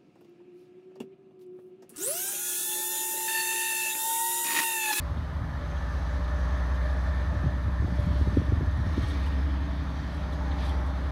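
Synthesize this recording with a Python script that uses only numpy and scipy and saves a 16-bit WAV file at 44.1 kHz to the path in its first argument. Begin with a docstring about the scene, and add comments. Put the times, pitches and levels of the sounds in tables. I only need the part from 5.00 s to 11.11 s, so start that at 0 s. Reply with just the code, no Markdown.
"""Distant diesel from a windy platform

A twelve-cylinder diesel locomotive creeps along at low throttle, far from a single microphone.
Its firing tone, overtones and chuffing gas make a throbbing drone; blade tones whine from its fans,
filtered noise makes the steady roar of machinery and wheels, and the wheels sing and squeal faintly.
Close by, shaped noise is the wind: it hisses and rustles dry twigs, and its eddies rumble and thump
on the microphone, hardest in one long gust. Faint chirps and the microphone's own hiss lie beneath."""
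import sys
import numpy as np
from scipy import signal
from scipy.fft import rfft, irfft, next_fast_len
from scipy.io import wavfile
from scipy.ndimage import uniform_filter1d, map_coordinates

SR = 44100
rng = np.random.default_rng(int(sys.argv[2]) if len(sys.argv) > 2 else 0)


def store_pcm(level_fs):
    """Save levels as 16-bit WAV."""
    pcm = np.round(np.clip(level_fs, -1, 1) * 32767).astype(np.int16)
    wavfile.write(sys.argv[1], SR, np.atleast_2d(pcm).T)


N = 269451
T = np.arange(N) / SR  # time of each sample, s
CYLINDERS = 12


def amp(db):
    """Decibels to gain."""
    return 10 ** (np.asarray(db) / 20)


def unit(x):
    """Scale to rms 1."""
    return x / np.sqrt(np.mean(x ** 2) + 1e-20)


def curves(rows):
    """One value per sample, joined by straight lines, for each column after the time."""
    s, *columns = np.transpose(rows)
    return [np.interp(T, s, column) for column in columns]


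def swell(s, width_s):
    """A bell that peaks at 1 at time s; width_s is its standard deviation."""
    return np.exp(-0.5 * ((T - s) / width_s) ** 2)


def wobble(rate):
    """A smooth random curve of rms 1, with rate knots a second."""
    knots = rng.standard_normal(int(N * rate / SR) + 4)
    return unit(map_coordinates(knots, [np.arange(N) * rate / SR]))


def filtered(x, response):
    """x times a response of frequency, padded so that the end does not wrap to the start."""
    m = next_fast_len(N + SR // 2)
    return irfft(rfft(x, m) * response(np.fft.rfftfreq(m, 1 / SR)), m)[:N]


def coloured(x, spectrum):
    """x shaped by (Hz, dB) points on a log axis, silent above the last."""
    f, db = np.transpose(spectrum)
    return filtered(x, lambda hz: amp(np.interp(np.log(hz + 1), np.log(f), db, right=-np.inf)))


def resonant(x, modes):
    """x through parallel (Hz, width Hz, dB) resonances, each squared for steep skirts."""
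    def response(f):
        total = 0
        for centre, width, db in modes:
            peak = 1j * f * width / (centre * centre - f * f + 1j * f * width)
            total = total + amp(db) * peak ** 2
        return total
    return filtered(x, response)


def noise(patchy_db):
    """White noise that fades in patches of time and pitch, as sound does through moving air."""
    z = signal.stft(rng.standard_normal(N), nperseg=1024)[2]
    field = uniform_filter1d(rng.standard_normal(z.shape), size=6, axis=0)  # smooth across pitch
    field = uniform_filter1d(field, size=10, axis=1)  # smooth across time
    return signal.istft(z * amp(patchy_db * unit(field)), nperseg=1024)[1][:N]


def mic_hiss(floor_db=-72):
    """The microphone's own faint, steady hiss, heard between gusts."""
    spectrum = [(3000, -4.0), (11000, -3.5), (13500, -6.5), (15700, -11)]  # f/Hz, relative level/dB
    return amp(floor_db) * unit(coloured(rng.standard_normal(N), spectrum))


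# Colours of the wind over the platform: f/Hz, relative level per Hz/dB
HISS_COLOUR = [(1000, -11), (2200, 4.5), (2750, -3.5), (3100, 0), (3600, 1), (4400, -4), (5200, -10),
               (7000, -28)]
FIZZ_COLOUR = [(2500, -11.5), (3900, 0), (4500, 0.5), (5100, -3), (6200, 0.5), (6650, -5), (7100, -12.5),
               (12000, -27)]
# Colour of the ticking twigs: f/Hz, relative level per Hz/dB
TWIG_COLOUR = [(2000, -10), (3500, 3), (6400, 0), (7050, -6), (7500, -1), (8000, 0), (8900, .5),
               (9800, -1.5), (11200, 0), (12300, -6), (13700, -10), (15700, -20)]
# Gusts over the platform: t/s, bell width/s, lift of hiss/dB, lift of fizz/dB, lift of rustle/dB
PLATFORM_GUSTS = [(.98, 0.22, 2.2, 6, 3.5), (1.45, 0.067, 0.52, 3, 1), (1.9, 0.43, 3.6, 4.5, 5.5),
                  (3.0, 0.032, 1.2, -1, 4), (3.24, 0.26, 4.9, 5.5, 8), (4.13, 0.19, 8.1, 7.5, 9),
                  (4.62, 0.25, 2.9, -2, -0.5), (5.15, 0.3, 4.3, 5, 2.5), (5.65, 0.077, 8, 4, 6),
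                  (6.05, 0.21, 3.5, 2, 3)]
# Flurries of ticks in dry twigs: t/s, bell width/s, peak level before the flurry trim/dB
TWIG_FLURRIES = [(3.925, .012, -55), (4.035, 0.015, -48), (4.094, .018, -47.5), (4.17, .06, -61),
                 (4.275, .014, -52), (5.155, .014, -51), (5.335, .01, -52), (5.64, .022, -49),
                 (5.695, .019, -48), (5.87, .008, -55)]


def breeze(hiss_db=-57.5, fizz_db=-66, rustle_db=-74.5, flurry_db=-13, spiky=0.17, grainy_db=2, restless_db=-0.1):
    """Hiss and a finer fizz over the platform, and dry ticks in flurries; gusts add their lifts to each."""
    stir_db = 0.53 * wobble(30)  # each quick eddy moves all three together
    gust_db = sum(np.outer(lifts, swell(s, width)) for s, width, *lifts in PLATFORM_GUSTS)
    hiss_lift, fizz_lift, rustle_lift = stir_db + gust_db
    hiss = amp(hiss_db + hiss_lift) * unit(coloured(noise(patchy_db=1.5), HISS_COLOUR))
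    fizz = amp(fizz_db + fizz_lift) * unit(coloured(noise(patchy_db=2.5), FIZZ_COLOUR))
    flurries = sum(amp(db + flurry_db) * swell(s, width) for s, width, db in TWIG_FLURRIES)
    steady = amp(rustle_db + rustle_lift + restless_db * wobble(48))
    rustle = np.hypot(steady, flurries)  # the two add as powers
    ticks = noise(patchy_db=0.5) * np.exp(spiky * wobble(2500)) * amp(grainy_db * wobble(220))
    return hiss + fizz + rustle * unit(coloured(ticks, TWIG_COLOUR))


# Faint chirps in the hiss: t/s, f/Hz, level/dB
HISS_CHIRPS = [(0.178, 3440, -57), (.77, 3260, -56), (1.07, 3320, -60), (1.25, 3920, -56), (1.9, 3510, -57),
               (4.04, 3380, -51), (4.11, 3520, -48.5), (4.27, 2980, -51), (4.33, 2940, -55),
               (5.33, 3540, -54), (5.52, 3550, -49.5), (5.63, 3450, -67), (5.7, 3350, -49)]


def chirps(width_s=0.0078, rasp=1.9):
    """Brief, faint chirps in the hiss, made raspy by a quick random phase (rasp in radians rms)."""
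    scatter = rasp * wobble(450)
    notes = np.zeros(N)
    for s, hz, db in HISS_CHIRPS:
        notes += amp(db) * swell(s, width_s) * np.sin(2 * np.pi * hz * T + scatter)
    return np.sqrt(2) * notes


# Colours of the air on the microphone, large eddies then small: f/Hz, relative level per Hz/dB
LARGE_EDDIES = [(15, -26), (28, -25), (45, -9), (62, .5), (100, -4), (150, -6.5), (220, -16), (330, -29),
                (500, -48), (900, -44), (2000, -77)]
SMALL_EDDIES = [(50, -34), (110, -1), (160, 9), (220, 1.5), (300, -2.5), (420, -27), (560, -15), (900, -36),
                (2000, -85)]
# Gusts that reach the microphone: t/s, bell width/s, peak level/dB
MIC_GUSTS = [(.15, 0.1, -42), (.47, 0.072, -38.5), (2.39, 0.1, -39.5), (3.25, 0.5, -36),
             (4.75, 0.12, -42.5)]
LULL_DB = -46  # buffeting between gusts


def buffeting(lumpy_db=4.0, flutter_db=-6.0, brighten=3.4, flicker_db=5.0):
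    """Large eddies rumble on the microphone; small ones flutter when the gust is strong."""
    gust_power = sum((amp(db) * swell(s, width)) ** 2 for s, width, db in MIC_GUSTS)
    gust_db = 10 * np.log10(amp(LULL_DB) ** 2 + gust_power)
    lumps = rng.standard_normal(N) * amp(lumpy_db * wobble(28))
    rumble = amp(gust_db) * unit(coloured(lumps, LARGE_EDDIES))
    peak_db = gust_db.max()
    small_db = peak_db + flutter_db + brighten * (gust_db - peak_db)  # falls faster than the rumble
    flicker = rng.standard_normal(N) * amp(flicker_db * wobble(70))
    return rumble + amp(small_db) * unit(coloured(flicker, SMALL_EDDIES))


def pressure_peak(u):
    """A pressure peak between two troughs."""
    return (1 - 2 * u * u) * np.exp(-u * u)


# The hardest eddies on the microphone: t/s, slap level/dB, slap f/Hz, push level/dB, push f/Hz
HARD_EDDIES = [(0.105, -40, 200, -28, 94), (.172, -31.5, 200, -34, 109), (.406, -38, 180, -24, 115),
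               (.535, -38, 190, -30, 119), (2.349, -28, 200, -22.5, 97), (2.431, -23.5, 200, -23, 161),
               (2.457, -22.5, 210, -19, 126), (2.56, -33, 170, -32, 133), (2.655, -40, 200, -17.5, 81.5),
               (2.679, -30, 210, -30, 130), (2.79, -42, 200, -20, 85.3), (2.82, -26, 270, -26, 109),
               (2.843, -21, 187, -18, 89), (2.88, -23, 219.8, -29, 111), (2.922, -23.5, 167, -33, 128.8),
               (2.984, -29, 245, -17.5, 85.5), (3.03, -31, 190, -28, 110), (3.103, -28.5, 200.2, -22.5, 85),
               (3.155, -31, 290, -37, 100.5), (3.21, -23, 225, -20, 75), (3.272, -21, 260, -21, 90),
               (3.322, -23, 219.4, -20.5, 79), (3.369, -11.5, 248, -15, 91), (3.414, -24.5, 318, -29, 110),
               (3.482, -31, 235, -17, 83.5), (3.52, -19.5, 250, -15.5, 94), (3.569, -29, 200, -21, 79),
               (3.607, -21.5, 266, -24, 119), (3.627, -21, 185, -30, 132.8), (3.666, -40, 202, -19, 85),
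               (3.775, -30, 180, -23, 110), (3.8, -34, 200, -21.5, 86), (3.864, -25, 226, -18, 79.5),
               (3.977, -16, 223, -24.5, 109), (4.028, -30, 199, -17.5, 87.4)]


def thumps(ragged_db=4, push_s=0.0065, lag_s=0.0037, wake_db=-13, wake_s=0.02):
    """The strongest eddies land as a quick slap, a deep push that rings briefly, and a churning wake."""
    wake = unit(coloured(rng.standard_normal(N) * amp(ragged_db * wobble(90)), SMALL_EDDIES))
    blows = np.zeros(N)
    for s, slap_db, slap_hz, push_db, push_hz in HARD_EDDIES:
        near = np.abs(T - s) < 0.15
        age = T[near] - s
        slap = pressure_peak(np.pi * slap_hz * (age - lag_s))  # small eddies slap higher
        after = np.maximum(age - lag_s - 0.5 / slap_hz, 0)
        ring = after / push_s * np.exp(1 - after / push_s)
        push = -np.sin(2 * np.pi * push_hz * after) * ring  # suction follows the slap
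        churn = np.exp(-np.abs(age) / np.where(age < 0, 0.002, wake_s)) * wake[near]
        blows[near] += amp(slap_db) * (slap + amp(wake_db) * churn) + amp(push_db) * push
    return blows


# Colour of the far machinery and wheels: f/Hz, relative level per Hz/dB
ROAR_COLOUR = [(150, 2), (330, -1.5), (470, -3.5), (630, 2.5), (710, -2.5), (850, 0), (1250, -0.5),
               (1520, -5), (1900, -6.5), (2250, -19.5), (2700, -30), (5000, -36)]
# The roar drifts in level: t/s, level/dB
ROAR_DRIFT = [(0, -44), (1.8, -41), (3.1, -43.5), (3.65, -43.5), (4.2, -42), (4.7, -44), (5.5, -41),
              (6.11, -41.5)]
# Modes of the wheels: f/Hz, width/Hz, relative level/dB
WHEEL_MODES = [(797, 21, 5.5), (889, 58, -1.5), (1003, 47, 2)]
SING_S, SING_WIDTH_S, SING_DB = 5.68, 0.18, -55  # the wheels rub on the rail


def rolling(sing_floor_db=-60, roar_patchy_db=1):
    """The far roar of machinery and wheels, whose faint singing swells as they rub on the rail."""
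    roar = amp(curves(ROAR_DRIFT)[0]) * unit(coloured(noise(patchy_db=roar_patchy_db), ROAR_COLOUR))
    sing = amp(sing_floor_db) + amp(SING_DB) * swell(SING_S, SING_WIDTH_S)
    return roar + sing * unit(resonant(noise(patchy_db=2.5), WHEEL_MODES))


# Notes sung by the wheels: t/s, bell width/s, f/Hz, level/dB
WHEEL_NOTES = [(5.36, .055, 802, -53.5), (5.425, .025, 882, -45.5), (5.52, .03, 798, -49),
               (5.58, .06, 1010, -54), (5.6, .025, 885, -53), (5.725, .045, 799, -48),
               (5.785, .03, 885, -52), (5.9, .03, 796, -54)]


def squeals(smear=0.25):
    """Brief, faint notes as a wheel slips on the rail and one of its modes sings (smear in radians rms)."""
    notes = np.zeros(N)
    for s, width, hz, db in WHEEL_NOTES:
        notes += amp(db) * swell(s, width) * np.sin(2 * np.pi * hz * T + smear * wobble(40))
    return np.sqrt(2) * notes


# The governor lets the speed rise, overshoot and settle: t/s, firing rate f/Hz
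ENGINE_SPEED = [(0, 61.2), (.45, 61.05), (1.2, 62.4), (1.7, 63.2), (2.2, 64.3), (2.6, 65.35), (3.1, 66),
                (3.8, 67.25), (4.3, 68.65), (4.55, 68.4), (4.8, 67.6), (5.2, 66.95), (5.8, 66.3),
                (6.11, 66.4)]


def shaft():
    """Angle of the four-stroke cycle in radians; every cylinder fires once in each cycle."""
    return 2 * np.pi * np.cumsum(curves(ENGINE_SPEED)[0]) / SR / CYLINDERS


def blade_tone(pitch_hz, whine_db, smear=0.3, flutter_db=2.5, shake=0.46):
    """A fan's whine, smeared by the wind (radians rms) and shaken by every firing of the engine."""
    blade = np.sin(2 * np.pi * np.cumsum(pitch_hz) / SR + smear * wobble(40))
    shaken = 1 + shake * np.sin(CYLINDERS * shaft())
    return amp(whine_db) * unit(blade * amp(flutter_db * wobble(30)) * shaken)


# The main fan's whine: t/s, f/Hz
MAIN_FAN_PITCH = [(0, 580), (.65, 582), (1.15, 590), (1.7, 602), (2.1, 598.3), (2.6, 594), (3.05, 589),
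                  (3.45, 602), (4.1, 615), (5.3, 603), (6.11, 596)]
# Its strength: t/s, level/dB
MAIN_FAN_LEVEL = [(0, -53), (.4, -64), (.7, -47.5), (1.0, -57), (1.2, -46), (1.7, -47), (2.05, -53),
                  (2.4, -49.5), (2.75, -53.5), (3.1, -45.5), (3.5, -53.5), (4.6, -61), (5.2, -54.5),
                  (5.7, -47.5), (6.11, -55)]
# Air in the fan ducts, which also guides the third harmonic: t/s, level before each trim/dB
DUCT_AIR_LEVEL = [(0, -64), (.8, -49), (2.1, -47), (2.55, -51), (3.9, -50), (5.3, -56.5), (6.11, -61)]
# Resonances of the fan ducts: f/Hz, width/Hz, relative level/dB
DUCT_MODES = [(1154, 180, -8.5), (1697, 220, -7)]
# The second fan winds up: when it is loudest, its pitch then, its climb
SECOND_FAN_S, SECOND_FAN_HZ, SECOND_FAN_HZ_PER_S = 4.69, 660, 120
SECOND_FAN_DB, SECOND_FAN_WIDTH_S = -49.5, 0.081


def fans(whirr_db=-2, third_db=-4, third_smear=1.0):
    """Two blade tones, a rough third harmonic of the main one, and air whirring in the ducts."""
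    pitch_hz = curves(MAIN_FAN_PITCH)[0]
    air_db = curves(DUCT_AIR_LEVEL)[0]
    main = blade_tone(pitch_hz, curves(MAIN_FAN_LEVEL)[0])
    third = blade_tone(3 * pitch_hz, air_db + third_db, smear=third_smear)
    climb_hz = SECOND_FAN_HZ + SECOND_FAN_HZ_PER_S * (T - SECOND_FAN_S)
    second = swell(SECOND_FAN_S, SECOND_FAN_WIDTH_S) * blade_tone(climb_hz, SECOND_FAN_DB)
    whirr = amp(air_db + whirr_db) * unit(resonant(noise(patchy_db=2.0), DUCT_MODES))
    return main + third + second + whirr


# Overtones of the four-stroke cycle left by unequal cylinders:
# multiple of the cycle rate, level before trim/dB running light, level before trim/dB under load
UNEVEN_OVERTONES = [(6, -59, -59), (9, -47, -45), (10, -53, -58), (14, -45.5, -45), (16, -62, -65),
                    (17, -57, -58), (18, -49, -54), (20, -55, -51), (21, -52.5, -59), (23, -60, -62),
                    (24, -69, -59), (26, -61, -54.5), (27, -59, -52), (28, -48, -46.5), (29, -52, -55),
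                    (30, -64, -69), (31, -62, -54.5), (32, -51.5, -50), (33, -50, -62), (34, -53, -55),
                    (35, -71, -57), (36, -64, -60), (38, -64, -55.5), (39, -68, -56), (42, -69, -64),
                    (45, -56.5, -63), (46, -74, -52.5), (48, -78, -61), (49, -66, -56.5), (50, -61, -60),
                    (51, -61, -58.5), (52, -60.5, -52.5), (53, -68, -60), (54, -65, -66), (56, -60, -63),
                    (58, -63, -68), (63, -78, -63.5)]
# The firing tone: t/s, level/dB
FIRING_LEVEL = [(0, -33), (.35, -38.5), (.8, -32.5), (1.25, -28.7), (1.7, -26.5), (2.2, -27), (2.33, -32.5),
                (2.68, -28.5), (2.9, -31), (3.15, -26), (3.4, -32), (3.7, -30), (3.9, -31.5), (4.45, -26),
                (4.75, -32), (5.15, -34), (5.45, -29.5), (5.75, -28), (6.11, -29)]
# The overtone that beats against the firing tone: t/s, level/dB
THROB_LEVEL = [(0, -34.5), (.6, -36.5), (1.1, -36), (1.8, -41), (2.35, -32.5), (2.9, -43), (3.5, -39),
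               (4.0, -36.5), (4.6, -45), (5.25, -43), (5.7, -38), (6.11, -44)]
# Gas flow from the stack: t/s, level before the chuff trim/dB
GAS_LEVEL = [(0, -54), (2.1, -51.5), (4.35, -38), (5.15, -48), (5.65, -42), (6.11, -51.5)]
# Colour of that gas: f/Hz, relative level per Hz/dB
STACK_COLOUR = [(40, 0), (65, -3), (105, -15), (130, -34), (168, -16), (225, -17.5), (260, 0.5), (295, 1.5),
                (340, -19), (480, -14), (900, -56)]
THROB_MULTIPLE = 15  # of the cycle rate
FIRST_THROB_S = 0.04977  # the throb first peaks here
LOAD_S, LOAD_RISE_S = 2.7, 1.24  # the engine takes up load: when it starts, how long it takes


def diesel(surge=0.38, fade_db=0.5, waver_db=1.33, overtone_db=0.5, chuff_db=-2.5, chuff_depth=0.69):
    """Firing tone, overtones of the unequal cylinders, and gas chuffing from the stack."""
    cycle = shaft()
    beat = cycle - np.interp(FIRST_THROB_S, T, cycle)
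    firing = CYLINDERS * beat + surge * np.cos(beat)  # the shaft speeds and slows once a cycle
    firing_db = curves(FIRING_LEVEL)[0] + fade_db * wobble(7.0)  # moving air makes the far tone fade
    drone = amp(firing_db) * np.sin(firing)
    drone += amp(curves(THROB_LEVEL)[0]) * np.sin(THROB_MULTIPLE * beat)  # three beats a cycle
    load = np.clip((T - LOAD_S) / LOAD_RISE_S, 0, 1)
    for multiple, light_db, loaded_db in UNEVEN_OVERTONES:
        db = overtone_db + light_db + load * (loaded_db - light_db) + waver_db * wobble(2.584)
        drone += amp(db) * np.sin(multiple * cycle + rng.uniform(0, 2 * np.pi))
    gas = noise(patchy_db=-1.0) * (1 + chuff_depth * np.sin(firing))
    chuff = amp(curves(GAS_LEVEL)[0] + chuff_db) * unit(coloured(gas, STACK_COLOUR))
    return np.sqrt(2) * drone + chuff


def scene():
    """The wind, the chirps and the locomotive at one microphone, over its own hiss."""
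    wind = breeze() + buffeting() + thumps()
    locomotive = rolling() + squeals() + fans() + diesel()
    return (mic_hiss() + wind + chirps() + locomotive)[None]


TOP_HZ = 15700  # the recorder's band limit


def record(dry):
    """The recorder thins the deepest bass and keeps nothing above its band limit."""
    from_ends = np.minimum(np.arange(N), np.arange(N)[::-1])
    ease = np.minimum(1, from_ends / (0.002 * SR))  # 2 ms fades at both ends

    def band(hz):
        return (hz < TOP_HZ) * hz ** 4 / np.sqrt(hz ** 8 + 33 ** 8)  # bass falls away below 33 Hz
    return filtered(dry[0] * ease, band)[None]


dry = scene()
out = record(dry)
store_pcm(out)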